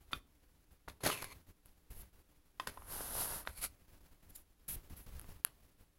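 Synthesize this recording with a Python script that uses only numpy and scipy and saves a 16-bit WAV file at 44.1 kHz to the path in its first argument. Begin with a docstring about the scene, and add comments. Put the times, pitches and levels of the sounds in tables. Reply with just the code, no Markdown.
"""A quiet carpeted room, with a small plywood box on the floor at arm's length from the microphone.
An acrylic panel standing in the box's slot is tapped, then pulled out, catching and squealing.
Fingers knock on the box, drag it hissing over the pile and slip its lid off with a dry rasp.
Right at the microphone the other hand shifts on the camera, whose casing rustles, rumbles and ticks."""
import sys
import numpy as np
from scipy import signal
from scipy.fft import rfft, irfft, next_fast_len
from scipy.io import wavfile

SR = 44100
rng = np.random.default_rng(int(sys.argv[2]) if len(sys.argv) > 2 else 0)


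def dump(signal):
    """Clip the signal to [-1, 1] and save it as 16-bit WAV at the path in sys.argv[1]."""
    limited = np.clip(np.atleast_2d(signal).T, -1, 1)
    pcm = np.round(limited * 32767).astype(np.int16)
    wavfile.write(sys.argv[1], SR, pcm)


N = 263718
TIME = np.arange(N) / SR
CUTOFF_HZ = 15900


def panel_taps():
    """A fingernail strikes the standing panel and rings its modes."""
    # Each row: start in seconds, level in dB, contact cutoff in Hz, favoured pitch in Hz, ring time factor.
    taps = [(.1316, -27, 4420, 1350, 0.97), (.1332, -40, 5200, 3530, 0.79)]
    # The panel in its slot. Each row: frequency in Hz, relative level in dB, t60 in seconds.
    modes = [(282, -9.5, 0.027), (1040, -26, 0.028), (1166, -16, 0.074), (1320, -4, 0.024),
             (1450, -17, 0.059), (2466, -13.5, 0.061), (3190, -13, 0.036), (3576, 1, 0.025),
             (4600, -10.5, 0.031)]
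    return blows(taps, modes, favour_db=3.0, crack_db=-10.0, crack_t60_s=0.014, radiate_hz=360)


def panel_pull():
    """The panel sticks and slips in the slot; its squeal sinks as more of it comes free."""
    # The slide up the slot. Each row: time in seconds, friction level in dB.
    pull = [(1.005, -62), (1.03, -60.5), (1.037, -41), (1.125, -39.5), (1.16, -49), (1.23, -52),
            (1.29, -60.5), (1.33, -54), (1.34, -72)]
    # The edge catches and lets go. Each row: start in seconds, relative level in dB.
    slips = [(1.036, -37.5), (1.051, -35), (1.061, -30), (1.0648, -26.5), (1.0733, -34.5), (1.074, -36),
             (1.089, -41.5), (1.222, -37.5), (1.243, -40.5)]
    # Friction in the slot. Each row: frequency in Hz, relative density in dB.
    slot = [(40, -9), (110, 7), (230, 1), (420, 6), (700, -2), (1700, -3.5), (2500, -6.5), (4500, -6.5),
            (5600, -13.5), (6600, -10), (8200, -15), (10300, -9.5), (15500, -19)]
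    # The rubbed panel's resonances. Each row: frequency in Hz, width in Hz, relative level in dB.
    panel_ring = [(1047, 110, -7.5), (2054, 130, -15), (4270, 110, -15), (6380, 150, -21.5)]
    # Each slip rocks the box on the carpet. Each row: frequency in Hz, relative level in dB, t60 in seconds.
    boom_modes = [(115, -21, .06), (180, -23, 0.075), (410, -2, 0.022), (754, -7.5, .025)]
    force, boom = level(pull), np.zeros(N)
    for s, db in slips:
        add(force, s, from_db(db) * np.exp(-TIME[:SR // 20] / 0.0031))
        add(boom, s, from_db(db - 1.5) * ring(boom_modes, spread_s=.0015))
    chatter = waver(rate_hz=160, depth_db=1.3)
    friction = force * chatter * from_db(-0.5) * colour(grains(per_s=8800, spread_db=2.0), slot)
    # the box booms less once the panel is no longer wedged in it
    wedged = np.interp(TIME, [1.08, 1.12], [1, .45])
    friction = wedged * friction + (1 - wedged) * high_pass(friction, hz=1800, order=1)

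    first_hz, last_hz = 2930, 2163
    slides_at_s, rise_s, sink_s = 1.125, 0.033, 0.059
    held = np.exp(-np.maximum(TIME - slides_at_s, 0) / sink_s)
    phase = 2 * np.pi * np.cumsum(last_hz + (first_hz - last_hz) * held) / SR
    unsteady = low_pass(rng.standard_normal(N) + 1j * rng.standard_normal(N), hz=210)
    sliding = np.clip(1 + (TIME - slides_at_s) / rise_s, 0, 1)
    squeal = sliding * from_db(-5.5) * rms_one(np.real(unsteady * np.exp(1j * phase)))
    # the looser the panel sits, the more freely it rings
    freedom = from_db(np.interp(TIME, [1.08, 1.24, 1.31], [-5, -3.5, 3.5]))
    ringing = freedom * rubbed(panel_ring)
    return friction + wedged * boom + chatter * level(pull) * (squeal + ringing)


def box_knocks():
    """Blows on the plywood ring the box's short-lived modes."""
    # Each row: start in seconds, level in dB, contact cutoff in Hz, favoured pitch in Hz, ring time factor.
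    knocks = [(.110, -53.5, 1980, 900, 0.54), (.7135, -67, 2500, 700, .5), (.878, -41, 1980, 480, 0.24),
              (.8822, -28.5, 1200, 480, 0.12), (.8857, -39.5, 3980, 500, 0.17),
              (.898, -46.5, 6000, 3550, 0.45), (1.007, -52, 1500, 950, 0.41),
              (1.0555, -32.5, 5000, 1890, 0.85), (1.1005, -31.5, 3000, 1270, 1.5),
              (1.227, -38.5, 2460, 1000, 0.49), (2.5984, -32.5, 4170, 1114, 1.55),
              (2.6726, -32.5, 10700, 1550, 0.84), (2.7735, -39.5, 1420, 1110, 1.1),
              (2.821, -44.5, 1400, 900, 0.56), (3.0068, -30.5, 1210, 690, 0.61),
              (3.152, -33, 1180, 655, 0.23), (3.451, -54, 2500, 1310, 1.6), (3.4738, -31, 3700, 1570, 0.64),
              (5.2435, -53, 2180, 1320, 0.15)]
    # The plywood box. Each row: frequency in Hz, relative level in dB, t60 in seconds.
    modes = [(308, -13, .03), (504, -22, 0.0083), (696, -27, 0.029), (900, -25, 0.017), (1038, -5.5, 0.026),
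             (1258, -5.5, 0.016), (1522, -8.5, 0.015), (1900, -10, 0.029), (2605, -11, 0.02),
             (3155, -6.5, 0.015), (3510, -7, .022), (4210, -8, 0.0092), (4900, -11, 0.023)]
    return blows(knocks, modes, favour_db=10.5, crack_db=-1.5, crack_t60_s=0.02, radiate_hz=422)


def carpet_drag():
    """Fibres flick off the underside, hissing and drumming on the hollow box; all grows with the speed."""
    # The box's speed, heard as hiss. Each row: time in seconds, relative level in dB.
    drag = [(2.74, -62), (2.756, -67), (2.858, -62.5), (2.92, -45), (3.104, -47), (3.214, -36.5),
            (3.274, -44), (3.358, -43), (3.412, -52), (3.445, -66)]
    # Carpet fibres. Each row: frequency in Hz, relative density in dB.
    pile = [(1500, -40), (2800, -3), (4500, -2), (8000, -4.5), (9800, 4), (11200, 0.5), (12800, 3),
            (15500, -6.5)]
    # The hollow box. Each row: frequency in Hz, relative density in dB.
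    hollow = [(30, -1.5), (90, 0), (200, -2.5), (400, -2.5), (900, 0), (1500, -2), (2300, -12.5),
              (5000, -36.5)]
    hiss_gain = level(drag)
    speed = hiss_gain / hiss_gain.max()
    hiss = hiss_gain * from_db(-4.5) * colour(grains(per_s=16000, spread_db=0.5), pile)
    drum = speed ** 0.68 * from_db(-46.5) * colour(grains(per_s=3000, spread_db=1.5), hollow)
    shudder = speed ** 0.23 * from_db(-53.5) * rumble()
    return (hiss + drum) * waver(rate_hz=110, depth_db=0.46) + shudder


def lid_rub():
    """Dry plywood slides over plywood and stops short as the tabs let go."""
    # The lid leaves its joints. Each row: time in seconds, relative level in dB.
    slide = [(3.445, -70), (3.471, -59), (3.555, -62.5), (3.583, -49), (3.605, -54.5), (3.635, -37.5),
             (3.651, -36.5), (3.679, -61), (3.7, -80)]
    # Plywood friction. Each row: frequency in Hz, relative density in dB.
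    plywood = [(100, -2.5), (430, -6.5), (700, 0), (950, -3.5), (1350, 2), (1700, -6), (2300, -3.5),
               (3500, -4.5), (4300, -6), (6700, -6), (9200, -1), (12500, 0), (15500, -7)]
    # The lid's resonances. Each row: frequency in Hz, width in Hz, relative level in dB.
    lid_ring = [(1355, 150, -14), (2270, 250, -9), (4370, 530, -7), (6550, 220, -32), (9170, 620, -9)]
    rasp = from_db(0.5) * colour(grains(per_s=12000, spread_db=-1.0), plywood) + rubbed(lid_ring)
    return level(slide) * from_db(-5.5) * rasp * waver(rate_hz=160, depth_db=1.5)


def lid_squeak():
    """A thin squeak swells and fades as the lid is laid aside."""
    # The squeak's resonances. Each row: frequency in Hz, width in Hz, relative level in dB.
    squeak_ring = [(4700, 1200, -8), (7150, 220, -4), (8900, 500, -13), (10800, 500, -8)]
    from_peak_s = np.abs(TIME - 4.359)
    peak = from_db(-58) * np.exp(-(from_peak_s / .008) ** 2)
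    skirt = from_db(-71) * np.exp(-from_peak_s / .035)
    return (peak + skirt) * rubbed(squeak_ring)


def box_thuds():
    """Each jolt makes the box shudder briefly on the carpet."""
    # Each row: start in seconds, level in dB.
    jolts = [(0.129, -48), (0.874, -50.5), (1.04, -46), (1.222, -49.5), (2.675, -54.5), (3.48, -50),
             (3.58, -51), (3.624, -53.5)]
    return sum(from_db(db) * swell(s, 0.009, attack_s=0.009, release_s=0.041) for s, db in jolts) * rumble()


def finger_scuffs():
    """Fingertips scuff over panel and box in a stream of tiny slips."""
    # Each row: start in seconds, length in seconds, first and last level in dB.
    scuffs = [(.112, 0.023, -60, -46.5), (.142, 0.05, -52, -68), (.88, 0.069, -53.5, -78),
              (2.597, 0.068, -56, -66), (2.669, 0.031, -47.5, -50.5), (2.703, 0.1, -59.5, -78),
              (3.462, 0.047, -57, -63)]
    # Skin on wood. 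Each row: frequency in Hz, relative density in dB.
    fingertip = [(100, 9), (400, 7), (750, 0.5), (1700, 4), (3200, -3.5), (5000, -6.5), (8000, -11),
                 (10800, -7), (12500, -9.5), (15000, -8.5)]
    return strokes(scuffs) * colour(grains(per_s=8500, spread_db=3.0), fingertip)


def casing_ticks():
    """A wall of the camera's casing snaps over and rebounds at once, right at the microphone."""
    # Each row: start in seconds, relative level in dB.
    snaps = [(1.659, -44.5), (3.43, -48), (5.1959, -33.5), (5.2147, -40), (5.449, -11)]
    # The casing. Each row: frequency in Hz, relative level in dB, t60 in seconds.
    modes = [(1290, -16, 0.0021), (1750, -25.5, 0.0079), (2800, -11, 0.0013), (4520, -12, 0.0012),
             (10670, -5.5, 0.0014), (11730, -5.5, 0.00106)]
    rebound_s, rebound_db = .00065, -10
    ticks = np.zeros(N)
    for s, db in snaps:
        snap = from_db(db) * ring(modes)
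        add(ticks, s, snap)
        add(ticks, s + rebound_s, from_db(rebound_db) * low_pass(snap, hz=6800, order=1))
    return high_pass(ticks + 1e-18, hz=750)


def camera_hand():
    """Skin brushes and rustles on the casing, which flexes with a low rumble."""
    # Brushing strokes. Each row: start in seconds, length in seconds, first and last level in dB.
    brushes = [(0.713, 0.018, -82, -81), (1.468, .03, -83, -84), (1.662, 0.013, -71, -77),
               (1.902, 0.039, -64.5, -68), (1.946, 0.076, -67.5, -58.5), (4.292, 0.016, -70, -63),
               (4.35, 0.012, -61, -49), (4.368, 0.054, -63, -76), (4.68, 0.077, -45, -52),
               (4.964, 0.089, -59.5, -73.5), (5.289, 0.027, -69, -82)]
    # Skin brushing the casing. Each row: frequency in Hz, relative density in dB.
    skin = [(60, 4), (200, 9.5), (500, -5), (1200, -1.5), (2300, 3.5), (5000, 1.5), (8500, 3), (10300, 8),
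            (12000, 12.5), (15500, 8.5)]
    # The resting hand. Each row: frequency in Hz, relative density in dB.
    resting_hand = [(100, 10), (300, 12), (600, 6.5), (1500, 2.5), (4000, -3.5), (8000, -6.5),
                    (11000, -8.5), (15500, -1)]
    effort = grip() * waver(rate_hz=22, depth_db=1.88)
    brushing = strokes(brushes) * colour(grains(per_s=17000, spread_db=1.5), skin)
    rustle = effort * from_db(1.0) * colour(grains(per_s=14000, spread_db=2.5), resting_hand)
    middling_effort = from_db(-70)
    flex = (effort / middling_effort) ** 1.38 * from_db(-61.5) * rumble()
    return brushing + rustle + flex


def grip():
    """How hard the hand works on the casing: separate shifts over a faint, random fidgeting."""
    # Each row: start in seconds, length in seconds, relative level in dB.
    shifts = [(.003, 0.028, -71.5), (0.352, 0.25, -76), (0.704, 0.015, -70.5), (1.315, 0.09, -67.5),
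              (1.463, 0.023, -70), (1.649, .055, -71), (1.9, 0.019, -61), (1.961, 0.07, -64),
              (2.124, 0.078, -71), (2.285, 0.1, -74.5), (3.693, 0.16, -73), (3.876, 0.087, -68.5),
              (4.001, 0.15, -71.5), (4.222, .18, -70), (4.59, 0.049, -75.5), (4.679, 0.11, -63),
              (4.826, .05, -69), (4.893, 0.049, -63), (4.95, 0.064, -64), (5.059, 0.2, -63.5),
              (5.279, 0.079, -62.5), (5.46, 0.065, -72), (5.595, 0.12, -73.5), (5.803, 0.032, -72)]
    ease_db_per_s = 10
    effort = from_db(-80) * waver(rate_hz=9, depth_db=2.5)
    for s, length, db in shifts:
        eased_db = db - ease_db_per_s * np.clip(TIME - s, 0, length)
        shift = from_db(eased_db) * swell(s, length, attack_s=0.0067, release_s=0.039)
        effort = np.maximum(effort, shift)
    return effort


def finger_bumps():
    """A soft finger pad bumps the casing with dull, short thumps."""
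    # Each row: start in seconds, level in dB.
    bumps = [(0.713, -60), (4.757, -51), (4.905, -50), (5.243, -52), (5.2883, -48)]
    # A soft bump is mostly bass. Each row: frequency in Hz, relative density in dB.
    pad = [(40, 6), (150, 2.5), (400, -10.5), (1200, -24.5), (5000, -37)]
    force = sum(from_db(db) * swell(s, 0.0018, attack_s=0.0018, release_s=0.01) for s, db in bumps)
    return force * colour(rng.standard_normal(N), pad)


def room(x, gap_s, early_s, late_db):
    """Carpet swallows the first bounce; walls and ceiling answer in one cluster, then a faint tail."""
    # The room's decay. Each row: frequency in Hz, t60 in seconds.
    decay = [(150, 0.99), (1200, 0.17), (4000, 0.26), (12000, 0.17)]
    hz, t60 = np.transpose(decay)
    t = TIME[:SR // 2]
    edges = np.geomspace(120, CUTOFF_HZ, 8)
    tail = 0
    for low, high in zip(edges, edges[1:]):
        band_pass = signal.butter(2, [low, high], "band", fs=SR, output="sos")
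        band_t60 = np.interp(np.log(low * high) / 2, np.log(hz), t60)
        tail += signal.sosfilt(band_pass, rng.standard_normal(len(t))) * from_db(-60 * t / band_t60)
    tail *= np.interp(t, np.cumsum([gap_s, .007, early_s, .006]), [.3, 1, 1, from_db(late_db)])
    return signal.fftconvolve(x, tail / np.sqrt(np.sum(tail ** 2)))[:N]


def still_room():
    """Room and microphone hiss evenly while the room's low resonances drone faintly."""
    # The hiss. Each row: frequency in Hz, relative density in dB.
    hiss = [(20, 28.5), (55, 26.5), (110, 10.5), (310, 6), (600, 0), (1500, 0.5), (4000, -0.5),
            (8000, -4.5), (15500, -8.5)]
    # The drone. Each row: frequency in Hz, width in Hz, level in dB.
    resonances = [(179, 16, -87), (293.3, 19, -84.5), (394, 32, -96), (480, 36, -104.5)]
    air = rng.standard_normal(N)
    drone = sum(from_db(db) * rms_one(resonate(air, hz, width)) for hz, width, db in resonances)
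    return from_db(-76.0) * colour(rng.standard_normal(N), hiss) + drone


def blows(rows, modes, favour_db, crack_db, crack_t60_s, radiate_hz):
    """Each contact cracks and rings the body; soft contacts lose the top, small bodies the bass."""
    struck = np.zeros(N)
    for s, db, contact_hz, favoured_hz, t60_factor in rows:
        body = ring(modes, favoured_hz, favour_db, t60_factor, spread_s=.0004)
        crack = rng.standard_normal(len(body)) * from_db(crack_db - 60 * TIME[:len(body)] / crack_t60_s)
        add(struck, s, from_db(db) * low_pass(body + crack, contact_hz))
    return high_pass(struck + 1e-18, radiate_hz)


def ring(modes, favoured_hz=1000, favour_db=0, t60_factor=1, spread_s=0):
    """Struck modes, each up to spread_s late; the spot hit favours some, the hold sets their decay."""
    hz, db, t60 = np.transpose(modes)[:, :, None]
    t = np.maximum(TIME[:SR // 8] - spread_s * rng.random(hz.shape), 0)
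    near = np.exp(-(np.log2(hz / favoured_hz) / 0.17) ** 2)
    envelopes = from_db(db + favour_db * near - 60 * t / (t60 * t60_factor))
    return np.sum(envelopes * np.sin(2 * np.pi * hz * t), axis=0)


def rubbed(resonances):
    """Resonances kept ringing by a stream of tiny slips."""
    rub = grains(per_s=4000, spread_db=2.5)
    return sum(from_db(db) * rms_one(resonate(resonate(rub, hz, width), hz, 3 * width))
               for hz, width, db in resonances)


def rumble():
    """The low shudder of a flexing shell, casing or box; rms 1."""
    # Each row: frequency in Hz, relative density in dB.
    shell = [(15, 4.5), (70, 0.5), (250, -21), (900, -49), (4000, -86)]
    return colour(rng.standard_normal(N), shell)


def grains(per_s, spread_db):
    """Tiny slips of uneven size at random moments; rms 1."""
    sizes = from_db(spread_db * np.minimum(rng.exponential(1, N), 4))
    return rms_one((rng.random(N) < per_s / SR) * sizes * rng.choice([-1, 1], N))


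def strokes(rows):
    """Pressure of short rubbing strokes over time, with soft edges."""
    pressure = np.zeros(N)
    for s, length, first_db, last_db in rows:
        add(pressure, s, from_db(np.linspace(first_db, last_db, int(length * SR))))
    return low_pass(pressure, hz=70, order=1)


def swell(s, length, attack_s, release_s):
    """Attack, hold and release of one movement; height 1."""
    return np.clip((TIME - s) / attack_s, 0, 1) * np.exp(-np.clip(TIME - s - length, 0, 1) / release_s)


def level(rows):
    """Gain over time from rows of seconds and dB; silent outside the rows."""
    s, db = np.transpose(rows)
    return from_db(np.interp(TIME, s, db, left=-140, right=-140))


def waver(rate_hz, depth_db):
    """A gain that wanders at random."""
    return from_db(depth_db * rms_one(low_pass(rng.standard_normal(N), rate_hz)))


def colour(x, spectrum):
    """Give a steady excitation a spectrum; rms 1."""
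    hz, db = np.transpose(spectrum)
    size = next_fast_len(N)
    bins = np.maximum(np.fft.rfftfreq(size, 1 / SR), 1)
    gain = from_db(np.interp(np.log(bins), np.log(hz), db)) * (bins > 10) * (bins < CUTOFF_HZ)
    return rms_one(irfft(rfft(x, size) * gain, size)[:N])


def resonate(x, hz, width_hz):
    """One resonance with gain 1 at its peak."""
    r = np.exp(-np.pi * width_hz / SR)
    feedback = [1, -2 * r * np.cos(2 * np.pi * hz / SR), r * r]
    return signal.lfilter(np.array([1, 0, -1]) * (1 - r * r) / 2, feedback, x)


def low_pass(x, hz, order=2):
    """Roll off the treble."""
    return signal.sosfilt(signal.butter(order, min(hz, .45 * SR), fs=SR, output="sos"), x)


def high_pass(x, hz, order=2):
    """Roll off the bass."""
    return signal.sosfilt(signal.butter(order, hz, "high", fs=SR, output="sos"), x)


def add(track, s, sound):
    """Mix a short sound in at s seconds."""
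    start = int(s * SR)
    track[start:start + len(sound)] += sound[:N - start]


def from_db(db):
    """Decibels to gain."""
    return 10 ** (np.asarray(db) / 20)


def rms_one(x):
    """Scale to unit power."""
    return x / np.sqrt(np.mean(x ** 2) + 1e-20)


def scene():
    """Panel and box at arm's length, the camera hand at the microphone, a quiet room around them."""
    knocks = panel_taps() + box_knocks()
    rubbing = finger_scuffs() + panel_pull() + carpet_drag() + lid_rub() + lid_squeak()
    hand, ticks = camera_hand(), casing_ticks()
    dulled_ticks = low_pass(ticks, hz=5900, order=1)
    into_room = from_db(-17) * knocks + from_db(-20) * rubbing + from_db(-18.5) * dulled_ticks
    echo = room(into_room, gap_s=0.01, early_s=0.0085, late_db=-6.0)
    return (knocks + box_thuds() + rubbing + hand + ticks + echo + still_room() + finger_bumps())[None]


def record(dry):
    """The microphone's narrow port rings in the high treble; the top is cut."""
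    heard = dry + from_db(7.5) * resonate(dry, hz=11150, width_hz=750)
    return signal.sosfilt(signal.ellip(10, .1, 70, CUTOFF_HZ, fs=SR, output="sos"), heard)


dry = scene()
out = record(dry)
dump(out)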